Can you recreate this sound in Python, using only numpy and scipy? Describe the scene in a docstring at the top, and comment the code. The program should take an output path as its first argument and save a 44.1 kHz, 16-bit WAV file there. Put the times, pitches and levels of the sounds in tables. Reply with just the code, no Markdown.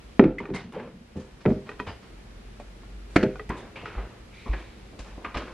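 """Three full paper cartons land on a kitchen counter: damped sines give thud and slab ring, filtered noise the slap.
Light taps and clicks ring thin walls by modal sums; sliding board is grainy friction noise; squeaks are sines in hiss.
Liquid gulps through a drifting resonance, and the refrigerator door knocks and rattles as it is pushed and shut.
Low sines make the thumps, drone and compressor hum, over room tone and hiss in a small reverberant kitchen.
The first thud drives the recorder's limiter down for over a second."""
import sys
import numpy as np
from scipy import signal
from scipy.fft import rfft, irfft, next_fast_len
from scipy.io import wavfile
from scipy.ndimage import uniform_filter1d, minimum_filter1d

SR = 44100
rng = np.random.default_rng(int(sys.argv[2]) if len(sys.argv) > 2 else 0)


def persist_wave(psi):
    """Save psi, clipped to +-1, as 16-bit WAV."""
    counts = np.round(np.clip(psi, -1, 1) * 32767).astype(np.int16)
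    wavfile.write(sys.argv[1], SR, np.atleast_2d(counts).T)


N = 243873

# a carton lands and rocks, or is tapped with a low thud; hardness runs from flat base 0 to sharp edge 1,
# ring and slap are against the force:
# start_s, force_db, thud_hz, ring_db, hardness_0_to_1, slab_place_0_to_1, slap_db
CARTON_BLOWS = [(.1944, 9, 275.6, -16.5, 0.45, 0.12, -8.5), (0.1982, 7, 225, -17, 0.15, .28, -21.5),
                (0.2022, -1.5, 429, -17.5, 0.05, .36, -20), (.2098, -10.5, 410, -12, .1, 0.1, -7),
                (.2247, -1.5, 356, -3, 0.01, .47, -24), (0.2398, -4, 399, -9, 0.62, 0.31, -10.5),
                (0.2521, -1.5, 314, -8, 0, 0.44, -19), (0.2594, -4.5, 181, -22, 0, 0.27, -25),
                (.279, -9, 251, -21, 0, .1, -24), (0.4011, -22, 476, -3, 0.79, .75, -11),
                (.49, -22.5, 320, -10.5, 0.015, 0.36, -20), (.502, -23.5, 253, 1.5, 0.73, 0.48, -11),
                (.513, -19, 354, -1, 0.32, 0.04, -25), (.545, -15, 174, -18, 0, 0.72, -27),
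                (1.157, -23, 205, -2, 0.17, 0.44, -27), (1.172, -36.5, 183, 13.5, 0, 0.2, -23),
                (1.4538, -16, 420, -11, 0.53, 0.38, -5.5), (1.4593, -7, 445, -6, 0.53, .14, -12),
                (1.4693, -7.5, 191, 0, 0, .5, -21), (1.479, -15, 210, -6, 0.25, 0.35, -19),
                (1.485, -21.5, 608, -5, 0, .5, -12), (1.504, -25, 430, -11, .55, 0.19, -9),
                (1.5108, -11, 212, -17.5, 0, .26, -22), (1.5201, -17, 254, -15, 0.019, 0.61, -19),
                (1.5619, -23.5, 217, -7, 0.35, 0.61, -28), (1.799, -26, 256, -7, 0.019, .3, -15),
                (3.159, -14.5, 341, -9.5, 0.92, .43, -5.5), (3.1616, -0.5, 293, -20.5, 0.95, 0.02, -8.5),
                (3.168, -18, 435, -10, .95, 0.51, -3), (3.183, -20.5, 636, -3.5, 0.91, 0.73, -11),
                (3.193, -22, 385, -3, 0.13, 0.2, -15), (3.229, -22.5, 288, 3.5, 0.88, .5, 2),
                (3.235, -12, 313, -2, 1, 0.25, -12.5), (3.2403, -20.5, 641, -3.5, 0.59, .6, -20),
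                (3.291, -35, 254, -7, 0.2, 0.28, -12)]
# modes of the counter slab and what stands on it: mode_hz, level_db, t60_s
COUNTER_MODES = [(100.5, -17.5, 0.28), (139.4, -17.5, 0.63), (149.8, -11.5, 0.22), (197.4, 0, 0.18),
                 (229.2, -8, 0.2), (266.7, -1, 0.14), (312, -16, 0.13), (339.4, -15, 0.29),
                 (396.7, 2.5, 0.22), (435, -10.5, 0.056), (464.6, -11.5, 0.33), (513, -5, 0.29),
                 (617, -14.5, 0.34), (631, -8.5, 0.082), (721, -10, 0.16), (872, -5, 0.098)]
# slap spectrum of a gable-top carton: frequency_hz, level_db
GABLE_SLAP = [(150, 0), (500, 7.5), (680, 3), (860, 6.5), (1020, -7.5), (1170, -7.5), (1350, 3), (1750, -8),
              (2150, -3), (2450, -0.5), (2900, -8.5), (3500, -5), (4900, -7.5), (8000, -11), (15000, -18)]
# slap spectrum of the last, brick-shaped carton: frequency_hz, level_db
BRICK_SLAP_SPECTRUM = [(150, 1.5), (450, 4), (720, 5), (880, -6), (1150, -10.5), (1350, 3), (1900, 0),
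                       (2170, 2.5), (2750, -7.5), (3200, -9.5), (3600, -16), (4350, -5.5), (5100, -11),
                       (5800, -6), (8500, -10), (15000, -10)]
# light taps and clicks on thin walls (carton, shelf or refrigerator door):
# start_s, level_db, pitch_factor, cutoff_hz, wall_place_0_to_1
LIGHT_TAPS = [(.402, -20.5, 0.97, 2400, 0.87), (0.4544, -23, 0.99, 2780, 0.58),
              (0.7229, -35, 1.13, 9000, 0.84), (.7995, -32, 0.86, 3050, 0.98), (1.6912, -25, 1, 3406, 0.56),
              (1.7156, -32, 1.04, 2925, 0.68), (1.794, -29.5, 1.33, 2880, 0.84),
              (1.7989, -22.5, 1.014, 3450, 0.96), (2.5981, -33, 0.6, 4200, .9),
              (2.8329, -43, 0.74, 3460, 0.66), (3.3563, -33.5, 0.78, 3750, 0.7),
              (3.3956, -23, 1.04, 1900, 0.46), (3.492, -32, 2.06, 13440, 0.87),
              (5.2455, -30, 1.01, 2300, 0.6), (5.3705, -24.5, 1.14, 4200, 0.65)]
# modes of a thin wall, before pitch and damping factors: mode_hz, level_db, t60_s
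WALL_MODES = [(410.4, -5.5, .1), (967, -3, 0.089), (1194, 0, 0.033), (1475, -1, 0.027), (1872, 0, 0.047),
              (2477, 0.5, 0.022), (3105, -8.5, .035), (4040, -15, 0.032)]
# paperboard and sleeve slide; wall ring is against the friction:
# start_s, hold_s, t60_s, level_db, high_edge_hz, wall_ring_db
RUB_STROKES = [(.392, 0, 0.49, -37, 2480, -7), (.531, 0.019, 0.34, -31, 4040, -16),
               (.541, 0.0094, 0.18, -39, 9500, -20), (0.723, 0.062, 0.39, -36.5, 2600, -9),
               (.85, 0, 0.31, -54.5, 3440, -10), (1.148, 0.029, 0.61, -51.5, 7330, -2.5),
               (1.4, 0.00061, 0.26, -50, 5100, -10), (1.473, 0.012, 0.41, -48, 5500, -6),
               (1.651, 0.011, 0.52, -47, 3284, -13), (1.862, 0.00064, 0.24, -35, 3600, -5),
               (2.019, 0, .32, -50, 4020, -18.5), (2.17, 0.0034, 0.21, -62, 3420, 2),
               (3.097, 0.062, 0.21, -58, 10900, -17), (3.506, 0.071, 0.44, -45.5, 2400, -11),
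               (3.563, 0, 0.22, -49, 8950, -13), (4.921, 0.013, 0.21, -46.5, 587, -13.5),
               (5.031, 0, 0.94, -50.5, 4160, -5)]
# friction spectrum: frequency_hz, level_db
FRICTION = [(100, 27.5), (260, 11), (420, 8.5), (700, 4), (1000, 4.5), (1400, 1), (2200, -0.5),
            (3500, -4.5), (8000, -8), (15000, -31)]
# stick-slip of fingers, board and hinge: start_s, length_s, level_db, pitch_hz, hiss_share_0_to_1, hiss_width_per_pitch
STICK_SLIPS = [(.3837, 0.0075, -24.5, 2110, 0.26, 0.15), (0.545, 0.032, -36.5, 2047, .46, 0.11),
               (1.871, 0.036, -55, 2980, 0.1, .1), (1.877, 0.042, -61.5, 4850, .1, .08),
               (3.568, 0.042, -58.5, 3590, 0.5, .13), (4.321, 0.19, -53.5, 2290, 0.83, 0.14),
               (4.33, 0.27, -61.5, 3670, .97, .2), (4.557, 0.054, -54, 2300, .9, 0.25)]
# liquid shifts in a carried carton: start_s, level_db, pitch_hz
LIQUID_SHIFTS = [(0.634, -32.5, 205), (.745, -32.5, 223), (.745, -32, 492), (.8, -42, 260),
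                 (0.931, -38, 219), (2.089, -52, 316)]
# the door is pushed and shut and its shelves rattle; panel and rattle are against the knock:
# start_s, rise_s, level_db, low_edge_hz, high_edge_hz, panel_hz, panel_db, rattle_db, liner_place_0_to_1
DOOR_KNOCKS = [(3.496, 0.0058, -27.5, 264.4, 2270, 954, -6.5, -18.5, 0.08),
               (3.598, 0.0029, -51, 170, 900, 454, 5, -20, .3),
               (3.627, 0.0058, -44.5, 170, 1110, 244, -5, -23, 0.78),
               (3.664, .0072, -48, 400, 1700, 720, -14, -23, .2),
               (3.755, .007, -36, 457, 3160, 2570, -5, -10.5, 0.39),
               (3.828, 0.0077, -40, 201.6, 1050, 460, -2.5, -12.5, 1),
               (3.854, 0.0047, -38, 1000, 3100, 1400, -2, -9.5, 0.16),
               (3.94, 0.019, -38.5, 342, 2130, 1360, -20, -6, 0.74),
               (3.979, 0.0038, -34.5, 394, 1900, 860, -9, -28, 0.45),
               (4.455, 0.014, -36, 202, 1120, 1140, -8.5, -11, 0.3),
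               (4.527, 0.0082, -33, 382, 2500, 1780, -6.5, -17.5, 0.83),
               (4.986, 0.0092, -40.5, 200, 6700, 526, -8.5, -13, 0.28),
               (5.178, 0.00203, -41.5, 298, 970, 850, -22, -5.5, .1),
               (5.2443, 0.0011, -35, 1150, 2290, 1250, -0.5, -15.5, 0.95),
               (5.343, .00305, -32, 398, 3700, 1150, -7, -14.5, 0.29),
               (5.356, 0.008, -32, 298, 3500, 545, -5, -14, 0.67),
               (5.369, 0.0028, -37.5, 390, 5200, 2630, -7, -15, .85),
               (5.404, .003, -44.5, 400, 3000, 1390, 4, -14, 0.55),
               (5.473, 0.0099, -43, 450, 2570, 970, -4, -14, 0.17)]
# modes of the door's plastic liner: mode_hz, level_db, t60_s
LINER_MODES = [(283, -2.5, 0.12), (360, -2, 0.21), (521, -1, .1), (962, -21, 0.13), (1209, -5, .16),
               (1580, -7, 0.15), (2040, -2, 0.069), (2360, 0.5, 0.055), (3170, -9, .12)]
# door, cabinet and counter flexing: start_s, level_db, pitch_hz, rise_s
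FLEX_THUMPS = [(.205, -24, 46.4, 0.084), (.5, -31.5, 53, 0.028), (1.155, -29, 83.6, 0.015),
               (1.471, -30, 50.5, 0.04), (1.461, -15.5, 149.3, 0.0047), (1.87, -33, 89, 0.0077),
               (3.161, -34.5, 82, 0.0049), (3.263, -20.5, 141, 0.0031), (3.491, -29, 55, 0.0043),
               (3.957, -23.5, 50.1, 0.028), (4.484, -17.5, 51, 0.02), (4.53, -44, 148, 0.007),
               (4.992, -33.5, 48, 0.015), (5.1, -36.5, 49, 0.049), (5.245, -35, 285, 0.002),
               (5.353, -28, 54, 0.0036), (5.361, -33.5, 99, .005), (5.366, -28, 249, 0.003),
               (5.423, -37.5, 246, 0.017)]
# path of the cabinet's drone with the door open, before a common trim: time_s, pitch_hz, level_db
DRONE_PATH = [(2.05, 45.5, -58), (2.192, 44.45, -50.5), (2.81, 45.43, -47.5), (2.958, 48.75, -39),
              (3.372, 48.5, -48), (3.48, 51.7, -44)]
# mean level of the compressor hum: time_s, level_db
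HUM_LEVEL = [(0, -64), (3.3, -64.5), (3.6, -54.5), (5.53, -62)]
# reverberation time of the kitchen: frequency_hz, t60_s
KITCHEN_DECAY = [(100, 0.24), (300, 0.46), (1000, 0.15), (3000, 0.32), (10000, 0.17)]
# side against mid for near sounds: frequency_hz, side_to_mid_db
NEAR_WIDTH = [(60, -50), (250, -25), (1000, -18.5), (2200, -14.5), (4000, -6), (9000, 8.5)]
# relative density of room tone and hiss: frequency_hz, density_db_per_hz
AIR_SPECTRUM = [(15, -47), (25, 0.5), (50, -0.5), (80, -13.5), (120, -18.5), (160, -21.5), (205, -15.5),
                (280, -24), (350, -22.5), (530, -27.5), (720, -31), (950, -34), (2360, -35.5), (11500, -55),
                (13800, -72.5), (15500, -86)]
# side against mid for room tone and hiss: frequency_hz, side_to_mid_db
AIR_WIDTH = [(60, -38), (110, -19), (200, -10), (380, -3), (700, -2), (1290, 0.5), (2380, -3), (4400, 2),
             (8120, 0), (15000, 8.5)]

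AGE = np.arange(SR) / SR  # seconds since an event began
BRICK_FROM_S = 3
EDGE_THUD_DB = -8  # an edge thuds less than a flat base
RING_FLAT_HZ, RING_EDGE_HZ = 331, 420  # a harder contact is shorter, so it reaches higher modes
SLAP_FLAT_HZ, SLAP_EDGE_HZ = 1147, 3440  # upper edge of the slap
CONTACT_FLAT_S, CONTACT_EDGE_S = 0.0037, 0.0019  # time the slab takes to reach its full ring
RUB_RISE, RUB_LOW_HZ = 0.045, 239  # rise as a share of the decay; low edge
CLUMP_DB, CLUMP_HZ = 2.5, 45  # default depth and fastest rate of uneven friction
# rise and release t60 as shares of the length, wander as a share of the pitch
SQUEAK_RISE, SQUEAK_RELEASE, SQUEAK_WIDTH = 0.082, 6.6, 0.086
SLOSH_RISE_S, SLOSH_T60_S = 0.02, 0.44
SLOSH_WIDTH, SLOSH_DRIFT = 0.18, 0.046  # shares of the pitch
KNOCK_T60_S, KNOCK_STRETCH = 0.12, 1.5  # t60 at zero rise, and what each second of rise adds
PANEL_WIDTH, PANEL_DRIFT = 0.13, 0.064  # shares of the panel's pitch
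RATTLE_RISE_S, RATTLE_T60_S = 0.067, 0.65
THUMP_T60_CYCLES = 15.2  # lower thumps ring longer
HUM_HZ = 114.5
AIR_DB = -48.5
CEILING_DB, EDGE_HZ = -0.5, 16000  # limiter ceiling and upper band edge


def blows(base_hz=150, thud_rise=0.0015, thud_t60=0.058, slap_t60=0.029,
          buzz_db=-22, buzz_t60=0.34, chatter_db=4.0, chatter_hz=180):
    """Impact excitation: the carton's weight thuds, the slab rings and the board slaps; hardness sets brightness."""
    out = np.zeros(N)
    for s, force_db, thud_hz, ring_db, hard, place, slap_db in CARTON_BLOWS:
        ring_hz = RING_FLAT_HZ * (RING_EDGE_HZ / RING_FLAT_HZ) ** hard
        slap_hz = SLAP_FLAT_HZ * (SLAP_EDGE_HZ / SLAP_FLAT_HZ) ** hard
        contact_s = CONTACT_FLAT_S * (CONTACT_EDGE_S / CONTACT_FLAT_S) ** hard
        # a small base radiates little bass
        thud = cut(sine(thud_hz) * swell(thud_rise, thud_t60), base_hz, "high")
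        ring = np.zeros(SR)
        for k, (hz, db, t60) in enumerate(COUNTER_MODES):
            # place sets each mode's share; a soft contact leaves out the high ones
            share = amp(db) * np.cos(np.pi * k * place) / np.hypot(1, (hz / ring_hz) ** 2)
            ring += share * sine(hz) * fade(t60)
        ring *= np.minimum(AGE / contact_s, 1)
        board = noise(BRICK_SLAP_SPECTRUM if s > BRICK_FROM_S else GABLE_SLAP, SR)
        # the base chatters as it settles
        buzz = amp(buzz_db + chatter_db * np.minimum(wobble(chatter_hz), 2)) * fade(buzz_t60)
        slap = cut(board * (fade(slap_t60) + buzz), slap_hz, "low", order=3)
        # equally loud whether dull or bright
        slap /= cut(board, slap_hz, "low", order=3).std() + 1e-12
        blow = amp(ring_db) * ring + amp(slap_db) * slap - amp(EDGE_THUD_DB * hard) * thud
        add(out, s, amp(force_db) * blow)
    return out


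def taps(ring_db=-4, tick_db=-15, tick_t60=0.12, contact_s=0.0009):
    """Modal ringing: a light tap or click excites a thin wall with a faint tick; higher walls die sooner."""
    out = np.zeros(N)
    for s, db, pitch, edge_hz, place in LIGHT_TAPS:
        tick = noise(GABLE_SLAP, SR) * fade(tick_t60 / pitch)
        ring = wall(WALL_MODES, pitch, 1 / pitch, place) * np.minimum(AGE / contact_s, 1)
        add(out, s, amp(db) * cut(amp(ring_db) * ring + amp(tick_db) * tick, edge_hz, "low"))
    return out


def rubs(board_pitch=0.94, board_damping=0.5, board_low_hz=900, stroke_clump_db=1.5):
    """Friction excitation: sliding contacts also ring the carton's walls; slower-dying strokes start more gently."""
    out = np.zeros(N)
    for s, hold, t60, db, high_hz, board_db in RUB_STROKES:
        drive = slips(board_low_hz, high_hz, clump_db=stroke_clump_db)
        response = wall(WALL_MODES, board_pitch, board_damping)
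        board = unit(signal.fftconvolve(drive, response)[:SR])
        friction = slips(RUB_LOW_HZ, high_hz, clump_db=stroke_clump_db)
        stroke = swell(RUB_RISE * t60, t60, hold=hold)
        add(out, s, amp(db) * (friction + amp(board_db) * board) * stroke)
    return out


def sloshes():
    """Cavity resonance: a soft gulp in the carton's air pocket drifts in pitch as the liquid moves."""
    out = np.zeros(N)
    for s, db, hz in LIQUID_SHIFTS:
        pitch_hz = hz * (1 + SLOSH_DRIFT * wobble(11))
        gulp = resonate(slips(hz / 2, 2 * hz), pitch_hz, SLOSH_WIDTH * hz)
        add(out, s, amp(db) * gulp * swell(SLOSH_RISE_S, SLOSH_T60_S))
    return out


def squeaks(hiss_below=0.64, hiss_above=3.7, drift=0.016, drift_hz=25):
    """Stick-slip: slips in step make one wandering pitch; those out of step rasp in a wavering band around it."""
    out = np.zeros(N)
    for s, length, db, hz, hiss, hiss_width in STICK_SLIPS:
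        width_hz = SQUEAK_WIDTH * hz
        pitch_hz = hz + width_hz / 2 * wobble(width_hz)
        tone = unit(np.sin(2 * np.pi * np.cumsum(pitch_hz) / SR))
        rasp_hz = hz * (1 + drift * wobble(drift_hz))
        rasp = resonate(slips(hiss_below * hz, hiss_above * hz, clump_db=0.0), rasp_hz, hiss_width * hz)
        sound = unit((1 - hiss) * tone + hiss * rasp)
        envelope = swell(SQUEAK_RISE * length, SQUEAK_RELEASE * length, hold=length * (1 - SQUEAK_RISE))
        add(out, s, amp(db) * sound * envelope)
    return out


def door(liner_db=1, sharp_s=0.0019, drift_hz=20, rattle_grain_db=2.5):
    """Contact excitation: pushes scrape a panel and set off a grainy rattle; sharper knocks ring the liner more."""
    out = np.zeros(N)
    for s, rise, db, low_hz, high_hz, panel_hz, panel_db, rattle_db, place in DOOR_KNOCKS:
        push = swell(rise, KNOCK_T60_S + KNOCK_STRETCH * rise)
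        shake = amp(rattle_db) * swell(RATTLE_RISE_S, RATTLE_T60_S)
        drifting_hz = panel_hz * (1 + PANEL_DRIFT * wobble(drift_hz))
        panel = resonate(slips(low_hz, high_hz), drifting_hz, PANEL_WIDTH * panel_hz)
        rattle = slips(low_hz, high_hz, grain_db=rattle_grain_db)
        scrape = slips(low_hz, high_hz) * push
        liner = cut(cut(wall(LINER_MODES, place=place), low_hz, "high"), high_hz, "low")
        add(out, s, amp(db) * (scrape + rattle * shake + amp(panel_db) * panel * (push + shake)))
        add(out, s + rise, amp(db + liner_db) * sharp_s / rise * liner)
    return out


def thumps():
    """Flexural resonance: door, cabinet and counter thump as single damped modes, the lower ones for longer."""
    out = np.zeros(N)
    for s, db, hz, rise in FLEX_THUMPS:
        add(out, s, -amp(db) * sine(hz) * swell(rise, THUMP_T60_CYCLES / hz))
    return out


def drone(trim_db=-0.5):
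    """Frequency modulation: the cabinet's low drone is one sine whose phase sums a gliding pitch."""
    t = np.arange(N) / SR
    s, hz, db = np.transpose(DRONE_PATH)
    tone = np.sin(2 * np.pi * np.cumsum(np.interp(t, s, hz)) / SR)
    present = uniform_filter1d(((t > s[0]) & (t < s[-1])) * 1., size=2000)
    return np.sqrt(2) * amp(trim_db + np.interp(t, s, db)) * tone * present


def compressor(waver_db=1.5):
    """Amplitude modulation: the compressor's hum holds its pitch and wavers slowly in level."""
    t = np.arange(N) / SR
    waver = unit(cut(rng.standard_normal(N), 1.4, "low"))
    level_db = np.interp(t, *np.transpose(HUM_LEVEL)) + waver_db * waver
    return amp(level_db) * unit(np.sin(2 * np.pi * HUM_HZ * t))


def kitchen(x, build=0.0073):
    """Reverberation: a dense tail of reflections in which each band dies at its own speed."""
    hz, t, z = signal.stft(rng.standard_normal(SR), SR, nperseg=256)
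    decay = np.exp(-np.log(1000) * t / read(KITCHEN_DECAY, hz)[:, None])
    tail = signal.istft(z * decay, SR, nperseg=256)[1][:SR]
    tail *= np.minimum(AGE / build, 1) ** 2
    return signal.fftconvolve(x, tail / np.linalg.norm(tail))[:N]


def spread(x, t60=0.012):
    """Decorrelation: nearby surfaces make the two microphones differ, mostly in the treble."""
    early = rng.standard_normal(SR) * swell(0.0011, t60)
    return colour(signal.fftconvolve(x, early / np.linalg.norm(early))[:N], NEAR_WIDTH)


def air(rumble_hz=70):
    """Stationary noise: room tone and microphone hiss as independent mid and side."""
    mid, side = (amp(AIR_DB) * unit(cut(noise(AIR_SPECTRUM, N), rumble_hz, "high")) for _ in range(2))
    return mid, colour(side, AIR_WIDTH)


def wall(modes, pitch=1, damping=1, place=0):
    """Modal superposition: the place struck sets each mode's share, damping scales its ring time."""
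    ring = np.zeros(SR)
    for k, (hz, db, t60) in enumerate(modes):
        ring += amp(db) * np.cos(np.pi * k * place) * sine(hz * pitch) * fade(t60 * damping)
    return ring


def slips(low_hz, high_hz, clump_db=CLUMP_DB, grain_db=1.5, grain_hz=260):
    """Friction noise: tiny contacts in grains and uneven clumps between two band edges, at rms 1."""
    grain_level = grain_db * np.minimum(wobble(grain_hz), 2)
    clump_level = clump_db * np.minimum(wobble(CLUMP_HZ), 2)
    contacts = noise(FRICTION, SR) * amp(grain_level + clump_level)
    return unit(cut(cut(contacts, low_hz, "high"), high_hz, "low", order=3))


def resonate(x, hz, width_hz):
    """Time-varying resonance: a one-pole filter in a frame rotating along the curve hz; rms 1."""
    turn = np.exp(2j * np.pi * np.cumsum(hz) / SR)
    r = np.exp(-np.pi * width_hz / SR)
    return unit((turn * signal.lfilter([1 - r], [1, -r], x / turn)).real)


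def wobble(hz):
    """Band-limited random modulation: a wander of rms 1, low-passed at hz."""
    return unit(cut(rng.standard_normal(SR), hz, "low"))


def sine(hz):
    """Simple harmonic motion starting from zero displacement."""
    return np.sin(2 * np.pi * hz * AGE)


def fade(t60):
    """Exponential damping: 60 dB of decay in t60 seconds."""
    return np.exp(-np.log(1000) * AGE / t60)


def swell(rise, t60, hold=0):
    """Build-up and damping: a smooth rise, a hold, then exponential decay."""
    attack = np.sin(np.pi / 2 * np.minimum(AGE / rise, 1)) ** 2
    return attack * np.exp(-np.log(1000) * np.maximum(AGE - rise - hold, 0) / t60)


def noise(points, size):
    """Spectral shaping of white noise, scaled to rms 1."""
    return unit(colour(rng.standard_normal(size), points))


def colour(x, points):
    """Linear filtering: multiplies the Fourier spectrum by a curve in dB."""
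    size = next_fast_len(len(x))
    gain = amp(read(points, np.fft.rfftfreq(size, 1 / SR)))
    return irfft(rfft(x, size) * gain, size)[:len(x)]


def cut(x, hz, kind, order=2):
    """Butterworth low-pass or high-pass filtering."""
    return signal.sosfilt(signal.butter(order, min(hz, SR / 2 - 1000), kind, fs=SR, output="sos"), x)


def read(points, hz):
    """Interpolation of a curve by straight lines over log frequency."""
    f, value = np.transpose(points)
    return np.interp(np.log(hz + 1), np.log(f + 1), value)


def amp(db):
    """Decibel law: level to amplitude gain."""
    return 10 ** (np.asarray(db) / 20)


def unit(x):
    """Normalisation to an rms of 1."""
    return x / np.sqrt(np.mean(x ** 2) + 1e-20)


def add(mix, s, sound):
    """Superposition: mixes a sound in place from time s."""
    part = mix[max(round(s * SR), 0):][:len(sound)]
    part += sound[:len(part)]


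def scene(blow_room_db=-17, tap_room_db=-14, rub_room_db=-11, door_room_db=-9):
    """Superposition of near sounds, their reflections, the refrigerator and the room tone, as left and right."""
    heavy, light, sliding, knocking = blows(), taps(), rubs() + sloshes(), door()
    to_room = amp(blow_room_db) * heavy + amp(tap_room_db) * light
    to_room += amp(rub_room_db) * sliding + amp(door_room_db) * knocking
    refrigerator = thumps() + drone() + compressor()
    near = heavy + light + sliding + knocking + squeaks() + kitchen(to_room) + refrigerator
    air_mid, air_side = air()
    mid, side = near + air_mid, spread(near) + air_side
    return np.array([mid + side, mid - side])


def record(dry, recover_db_per_s=4.5):
    """Peak limiting: gain falls within milliseconds and recovers slowly; a low-pass then limits the band."""
    peak_db = 20 * np.log10(abs(dry).max(0) + 1e-9)
    recovery = recover_db_per_s * np.arange(N) / SR
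    # each peak is held, falling at the recovery rate
    held_db = np.maximum.accumulate(peak_db + recovery) - recovery
    over_db = np.maximum(held_db - CEILING_DB, 0)
    gain = uniform_filter1d(minimum_filter1d(amp(-over_db), size=441), size=441)
    band = signal.firwin(511, EDGE_HZ, window=("kaiser", 9), fs=SR)
    return signal.oaconvolve(dry * gain, band[None], "same")


dry = scene()
out = record(dry)
persist_wave(out)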